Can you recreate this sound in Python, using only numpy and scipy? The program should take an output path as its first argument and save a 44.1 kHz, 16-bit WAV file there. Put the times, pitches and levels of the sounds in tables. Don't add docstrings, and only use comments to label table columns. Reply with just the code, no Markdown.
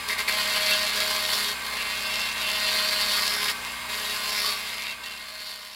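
import sys
import numpy as np
from scipy import signal
from scipy.fft import rfft, irfft, next_fast_len
from scipy.io import wavfile
from scipy.ndimage import uniform_filter1d

SR = 44100
rng = np.random.default_rng(int(sys.argv[2]) if len(sys.argv) > 2 else 0)


def digitize_waveform(pressure):
    field = np.atleast_2d(pressure).T
    bounded = np.clip(field, -1, 1)
    quanta = np.round(bounded * 32767).astype(np.int16)
    wavfile.write(sys.argv[1], SR, quanta)


N = 253575
TIME = np.arange(N) / SR
FIRM_DB = -26.5


def grinding(turns, press_db, bright_db, edge, buzz_db, bounce, wobble_hz=44.5, bounce_turns=3):
    contact = turns + .0035 * drift(12) + .0018 * tone(wobble_hz * TIME + .3 * drift(8))
    bright_db = bright_db + 2.3 * (press_db - FIRM_DB)
    middle_db = np.interp(edge, [0, 1], [-6, 2.5])
    ring = from_db(-5) * ringing_steel(contact, bright_db, middle_db)
    drag = from_db(-8.5) * rasp(contact)
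    chips = from_db(np.interp(edge, [0, 1], [-9, -14])) * grit(turns, press_db)
    note = singing(turns, edge)
    chatter = 1 + bounce * np.cos(2 * np.pi * (turns / bounce_turns + .25 * drift(10)))
    steel = ring + from_db(buzz_db + 5.5) * buzz(contact) + drag + chips
    flutter = from_db(drift(25))
    return from_db(press_db) * (flutter * chatter * steel + note) + catches(contact) + snaps(press_db)


# pitch_hz, width_hz, relative_db
STEEL_NOTES = [(1057, 144, -7.5), (1186, 89, -8), (1307, 214, -10), (1494, 350, -6), (1658, 200, -5.5),
               (1839, 180, -4.5), (2073, 490, -2.5), (2420, 540, -4), (2564, 250, -5), (2746, 60, 2.5),
               (3140, 530, -3), (3327, 440, -0.5), (3510, 310, -1), (3694, 370, -5), (4310, 370, -7.5),
               (5335, 240, -9)]

def ringing_steel(turns, bright_db, middle_db, middle_hz=2640, pivot_hz=3470):
    hits = knocks(turns, scatter_turns=.0012, uneven_db=1.6)
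    scrape = rms_one(once_a_turn(turns, sharpness=1.8) * rng.standard_normal(N))
    drive = hits + .18 * scrape
    ring = np.zeros(N)
    for k, (hz, width, db) in enumerate(STEEL_NOTES):
        tilt_db = .51 * bright_db * np.clip(np.log2(hz / pivot_hz), -.7, .65)
        bump_db = middle_db * np.exp(-(np.log2(hz / middle_hz) / .67) ** 2)
        gain = from_db(db + tilt_db + bump_db + 3.5 * swell(12))
        ring += (-1) ** k * gain * resonate(drive, hz, width)
    return ring / np.sqrt(uniform_filter1d(ring ** 2, size=2200) + 1e-12)


# cycles_per_turn, relative_db
BUZZ_TONES = [(15, 3), (16, 1), (17, -5), (18, -2), (19, -10), (20, 5), (21, 4), (22, 0), (23, -9), (24, 1),
              (25, 0), (26, 6), (27, 5)]
# time_s, pitch_hz
CONTACT_PITCH = [(0.3, 4250), (0.75, 4480), (1.05, 4650), (1.35, 4380), (2.0, 4420), (2.8, 4370),
                 (3.1, 4500), (3.2, 4620), (3.3, 4880), (3.5, 4880), (4.0, 4350), (4.35, 4800),
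                 (4.52, 4650), (5.35, 4330), (5.75, 4350)]

def buzz(turns, width_hz=1000, flicker_db=2.2):
    centre_hz, = in_time(CONTACT_PITCH)
    turns_per_s = np.gradient(turns) * SR
    wave, power = 0, 0
    for multiple, db in BUZZ_TONES:
        off_centre = (multiple * turns_per_s - centre_hz) / width_hz
        response = from_db(db + flicker_db * swell(12)) / (1 + 2j * off_centre) ** 2
        wave += response * np.exp(2j * np.pi * multiple * (turns + .78))
        power += abs(response) ** 2
    return wave.real * np.sqrt(2 / power)


# pitch_hz, relative_db
RASP_COLOUR = [(200, -90), (400, -6.5), (700, -5.5), (1100, -4), (2000, 0), (3000, -2), (3700, -1.5),
               (4500, 4.5), (5200, -5.5), (5900, -18), (8000, -16), (16000, -40)]

def rasp(turns):
    grip = 1 + once_a_turn(turns - .1, sharpness=.5)
    return rms_one(colour(grip * rng.standard_normal(N), RASP_COLOUR))


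# pitch_hz, relative_db
GRIT_COLOUR = [(1500, -23.5), (4000, 2.5), (6000, -2), (7600, 1), (8500, -5.5), (9700, 2), (11600, 1.5),
               (12600, -2.5), (14000, -2.5), (15500, -8.5)]

def grit(turns, press_db, grains_per_s=18000, full_bite_db=-17.5):
    grains = (rng.random(N) < grains_per_s / SR) * rng.choice([-1, 1], N)
    sizes = from_db(-2 * np.minimum(rng.exponential(1, N), 5))
    firmness = from_db(.85 * np.minimum(press_db - full_bite_db, 0))
    ahead = turns + .4
    bite = .26 + firmness * once_a_turn(ahead, sharpness=2)
    chips = rms_one(grains * sizes) * bite / np.sqrt(uniform_filter1d(bite ** 2, size=850))
    ticks = sum(from_db(2.5 * drift(5)) * knocks(ahead + place, scatter_turns=.0006, uneven_db=2.2)
                for place in rng.normal(0, .09, size=8))
    return rms_one(colour(chips + 1.1 * firmness * rms_one(ticks), GRIT_COLOUR))


def singing(turns, edge, cycles_per_turn=13):
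    level_db = np.interp(edge, [0, 1], [-25, -5]) + .7 * swell(30) + .7 * swell(7)
    return from_db(level_db) * tone(cycles_per_turn * turns + .05 * drift(25))


# start_s, length_s, pitch_hz, width_hz, level_db
DRUM_CATCHES = [(0.095, 0.025, 2000, 394, -27), (0.177, 0.02, 2040, 300, -30.5),
                (0.278, 0.018, 1940, 754, -23.5), (0.71, 0.022, 2870, 1500, -36),
                (0.716, 0.026, 2720, 110, -27.5), (2.874, 0.021, 4450, 400, -29),
                (3.148, 0.078, 1190, 130, -37), (3.48, 0.016, 1900, 1900, -24),
                (4.443, 0.06, 1156, 69.4, -29.5), (4.292, 0.15, 5200, 700, -32.5),
                (4.34, 0.1, 2170, 700, -31), (4.452, 0.04, 4630, 200, -31), (4.68, 0.057, 2180, 200, -35),
                (4.79, 0.086, 2330, 700, -30), (5.455, 0.016, 4070, 1500, -26.5)]

def catches(turns):
    drive = knocks(turns, scatter_turns=.002, uneven_db=4) + 1.1 * rng.standard_normal(N)
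    out = np.zeros(N)
    for start, length, hz, width, db in DRUM_CATCHES:
        corners_s = [start, start + .0019, start + .67 * length, start + 2.7 * length]
        envelope = np.interp(TIME, corners_s, [0, .8, .86, 0])
        ring = resonate(resonate(drive, hz, width), hz, width)
        ring_level = np.sqrt(np.average(ring ** 2, weights=envelope + 1e-9))
        out += from_db(db) * envelope * ring / ring_level
    return out


# start_s, peak_db
GRAIN_SNAPS = [(0.199, -32), (0.682, -19), (1.004, -9), (1.164, -12), (2.186, -20), (2.206, -17),
               (2.218, -24), (2.381, -17), (2.414, -17), (2.421, -17), (3.279, -8), (3.65, -17.5),
               (3.72, -26)]

def snaps(press_db, per_s=45, ring_hz=3600, width_hz=2600):
    clicks = (rng.random(N) < per_s / SR) * from_db(press_db + 8 - 3 * rng.uniform(-1, 1, N))
    for start, db in GRAIN_SNAPS:
        clicks[round(start * SR)] += from_db(db)
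    height = 1 - np.exp(-np.pi * width_hz / SR)
    return resonate(clicks * rng.choice([-1, 1], N), ring_hz, width_hz) / height


# touch_s, lift_s
TOUCH_TIMES = [(0.075, 0.135), (0.174, 0.212), (0.272, 1.522), (1.637, 3.512), (3.635, 3.72), (3.883, 4.92),
               (5.025, 5.8)]
# time_s, level_db
HAND_PRESSURE = [(0.075, -27), (0.12, -28.5), (0.28, -23.5), (0.36, -25.5), (0.6, -24), (0.73, -21.5),
                 (0.78, -24.5), (0.87, -24), (0.92, -27), (0.99, -24), (1.2, -26), (1.27, -27), (1.37, -23),
                 (1.52, -27.5), (1.7, -33), (1.78, -29.5), (1.95, -29.5), (2.2, -26.5), (2.35, -32.5),
                 (2.43, -27), (2.75, -23.5), (2.94, -26), (3.13, -24), (3.29, -26), (3.39, -27.5),
                 (3.5, -24), (3.63, -38), (3.75, -37), (3.92, -29), (4.07, -27), (4.22, -28), (4.3, -25),
                 (4.49, -23), (4.57, -27.5), (4.72, -27.5), (4.87, -26), (5.05, -27.5), (5.17, -28.5),
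                 (5.26, -31.5), (5.47, -25.5), (5.75, -24)]
# time_s, bright_db, edge_0_to_1, buzz_db, bounce_0_to_1, shake_twice_db, shake_thrice_db
HAND_STYLE = [(0.12, -1, 0, -15.5, 0, -47.5, -52), (0.25, -11, 0.5, -15.5, 0.1, -48, -55),
              (0.34, -6, 0.57, -14, 0.2, -59, -46.5), (0.85, -14, 0.64, -12, 0, -64, -40),
              (0.92, 6, 0.7, -15, 0.1, -50, -57), (0.98, -6, 0.6, -14.5, 0.05, -51, -43),
              (1.32, 7, 0.1, -11.5, 0.23, -56, -44.5), (1.48, 2, 0.16, -11.5, 0, -50, -63),
              (1.62, 0, 0, -11.5, 0.7, -48, -57), (1.8, -13, 0.95, -17.5, 0.06, -53, -53),
              (2.08, 21, 0.92, -17.5, 0, -55, -46.5), (2.3, 11, 0.99, -16, 0.15, -69, -54),
              (2.52, 4, 0.85, -18, 0.16, -67, -47.5), (2.65, -0.5, 0.73, -10, 0, -56, -44),
              (3.15, -3, 0.27, -8.5, 0, -62, -45), (3.35, -4, 0, -12, 0.28, -47, -54),
              (3.5, -17, 0.1, -13.5, 0.3, -50.5, -60), (3.62, -7, 0.86, -17, 0.2, -47, -53),
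              (3.82, 6, 1, -19, 0, -59, -43), (3.95, 4, 0.03, -19.5, 0.04, -49.5, -49.5),
              (4.48, -1, 0.02, -8.5, 0.23, -50, -50), (4.7, 8, 0.5, -21, 0.03, -53, -57),
              (4.88, 14, 0.9, -16, 0.44, -57, -51), (5.15, 9, 1, -15.5, 0.46, -64, -53),
              (5.35, 4, 0.15, -7.5, 0.2, -65, -43.5), (5.75, 5, 0.3, -15, 0.24, -64, -49.5)]

def hand(bite_s=.011, release_s=.018, graze_db=-41):
    touch = np.zeros(N)
    for start, end in TOUCH_TIMES:
        bite = np.clip((TIME - start) / bite_s, 0, 1)
        release = np.exp(-np.clip((TIME - end) / release_s, 0, 20))
        touch += bite * release
    held_db, = in_time(HAND_PRESSURE)
    power = from_db(graze_db) ** 2 + (touch * from_db(held_db)) ** 2
    return 10 * np.log10(power), *in_time(HAND_STYLE)


# time_s, turns_per_s
DRUM_SPEED = [(0, 210.3), (0.12, 208.7), (0.22, 210), (0.45, 208.5), (0.73, 207.3), (0.95, 208.2),
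              (1.42, 207.1), (1.72, 209.1), (2.3, 208.5), (2.82, 208.3), (2.95, 207.1), (3.5, 206.8),
              (3.83, 210.3), (4.25, 208.8), (4.45, 206.7), (4.72, 209.1), (4.87, 208.5), (5.05, 209.4),
              (5.3, 208.7), (5.6, 206.7)]

def drum_turns():
    turns_per_s, = in_time(DRUM_SPEED)
    return np.cumsum(turns_per_s) / SR


# cycles_per_turn, level_db, waver_db
WHINE_TONES = [(4.66, -55.5, 7), (5.046, -52.5, 2.5), (5.527, -46, 2.5), (7.5, -52, 8), (9, -56, 2.5),
               (10.24, -43, -2), (11.99, -49.5, -2.5), (18, -55, 2.5), (24, -51, 2.5), (35.9, -55.5, 2.5),
               (39, -65, 2.5)]
# pitch_hz, relative_db
AIR_COLOUR = [(18, -38), (30, -11), (84, -13), (170, -16), (239, -15.5), (364, -13), (1160, -1), (1430, -7),
              (1540, -3.5), (2170, -2), (3400, -4.5), (4910, -7), (5310, -16), (10200, -13), (16000, -21.5)]

def motor(turns, press_db, shake_twice_db, shake_thrice_db, shake_once_db=-53.5):
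    load_db = .8 * (press_db - FIRM_DB)
    shake, whine = 0, 0
    for multiple, db in enumerate((shake_once_db, shake_twice_db, shake_thrice_db), 1):
        shake += from_db(db + load_db + 2.2 * swell(23.5)) * tone(multiple * (turns + .015 * drift(20)))
    for multiple, db, waver_db in WHINE_TONES:
        whine += from_db(db + waver_db * swell(19)) * tone(multiple * turns + .11 * drift(16))
    air = from_db(-36) * rms_one(colour(rng.standard_normal(N), AIR_COLOUR))
    return shake + whine + air


# pitch_hz, level_db
HUM_TONES = [(60, -56), (120, -60.5), (180, -62.5), (240, -56), (300, -67.5)]

def mains_hum():
    return sum(from_db(db) * tone(hz * TIME) for hz, db in HUM_TONES)


def reflections(sound, decay_s):
    t = TIME[:SR // 3]
    tail = rng.standard_normal(len(t)) * from_db(-60 * t / decay_s) * (t > .002)
    return signal.fftconvolve(sound, tail / np.sqrt(np.sum(tail ** 2)))[:N]


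# pitch_hz, side_db
STEREO_WIDTH = [(60, -24.5), (300, -22), (1000, -26), (4000, -26.5), (8000, -20), (14000, -19.5)]

def widen(centre):
    wander = np.exp(2j * np.pi * drift(4.7))
    copy = (signal.hilbert(centre, next_fast_len(N))[:N] * wander).real
    side = colour(copy, STEREO_WIDTH)
    return np.array([centre + side, centre - side])


def knocks(turns, scatter_turns, uneven_db):
    count = np.arange(1, int(turns[-1]) - 1)
    timing, strength = rng.standard_normal((len(count), 2)).T
    at = np.interp(count + scatter_turns * timing, turns, np.arange(N))
    size = from_db(uneven_db * strength)
    sample, fraction = at.astype(int), at % 1
    return rms_one(np.bincount(sample, size * (1 - fraction), N)
                   + np.bincount(sample + 1, size * fraction, N))


def once_a_turn(turns, sharpness):
    return np.exp(sharpness * (np.cos(2 * np.pi * turns) - 1))


def tone(cycles):
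    return np.sqrt(2) * np.sin(2 * np.pi * (cycles + rng.random()))


def resonate(sound, hz, width_hz):
    r = np.exp(-np.pi * width_hz / SR)
    feedback = [1, -2 * r * np.cos(2 * np.pi * hz / SR), r * r]
    return signal.lfilter(np.array([1, 0, -1]) * (1 - r * r) / 2, feedback, sound)


def colour(sound, points):
    hz, db = np.transpose(points)
    bins_hz = np.maximum(np.fft.rfftfreq(2 * N, 1 / SR), 1)
    gain = from_db(np.interp(np.log(bins_hz), np.log(hz), db))
    return irfft(rfft(sound, 2 * N) * gain)[:N]


def drift(rate_hz):
    step = 40
    r = np.exp(-2 * np.pi * step * rate_hz / SR)
    slow = signal.lfilter([1], [1, -2 * r, r * r], rng.standard_normal(N // step + 2002))[2000:]
    return np.interp(np.arange(N) / step, np.arange(len(slow)), rms_one(slow))


def swell(rate_hz):
    return 1.5 * np.tanh(drift(rate_hz) / 1.2)


def in_time(rows):
    time_s, *columns = np.transpose(rows)
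    return [np.interp(TIME, time_s, column) for column in columns]


def rms_one(sound):
    return sound / np.sqrt(np.mean(sound ** 2) + 1e-20)


def from_db(db):
    return 10 ** (np.asarray(db) / 20)


def scene():
    press_db, bright_db, edge, buzz_db, bounce, shake_twice_db, shake_thrice_db = hand()
    turns = drum_turns()
    tool = grinding(turns, press_db, bright_db, edge, buzz_db, bounce)
    tool += motor(turns, press_db, shake_twice_db, shake_thrice_db)
    return widen(tool + from_db(-18) * reflections(tool, decay_s=.2) + mains_hum())


# time_s, gain_0_to_1
FADE_OUT = [(0, 1), (3.7, 1), (6.15, 0)]

def record(dry, cutoff_hz=15800):
    fade, = in_time(FADE_OUT)
    low_pass = signal.ellip(12, .1, 90, cutoff_hz, fs=SR, output="sos")
    return signal.sosfilt(low_pass, dry * fade)


dry = scene()
out = record(dry)
digitize_waveform(out)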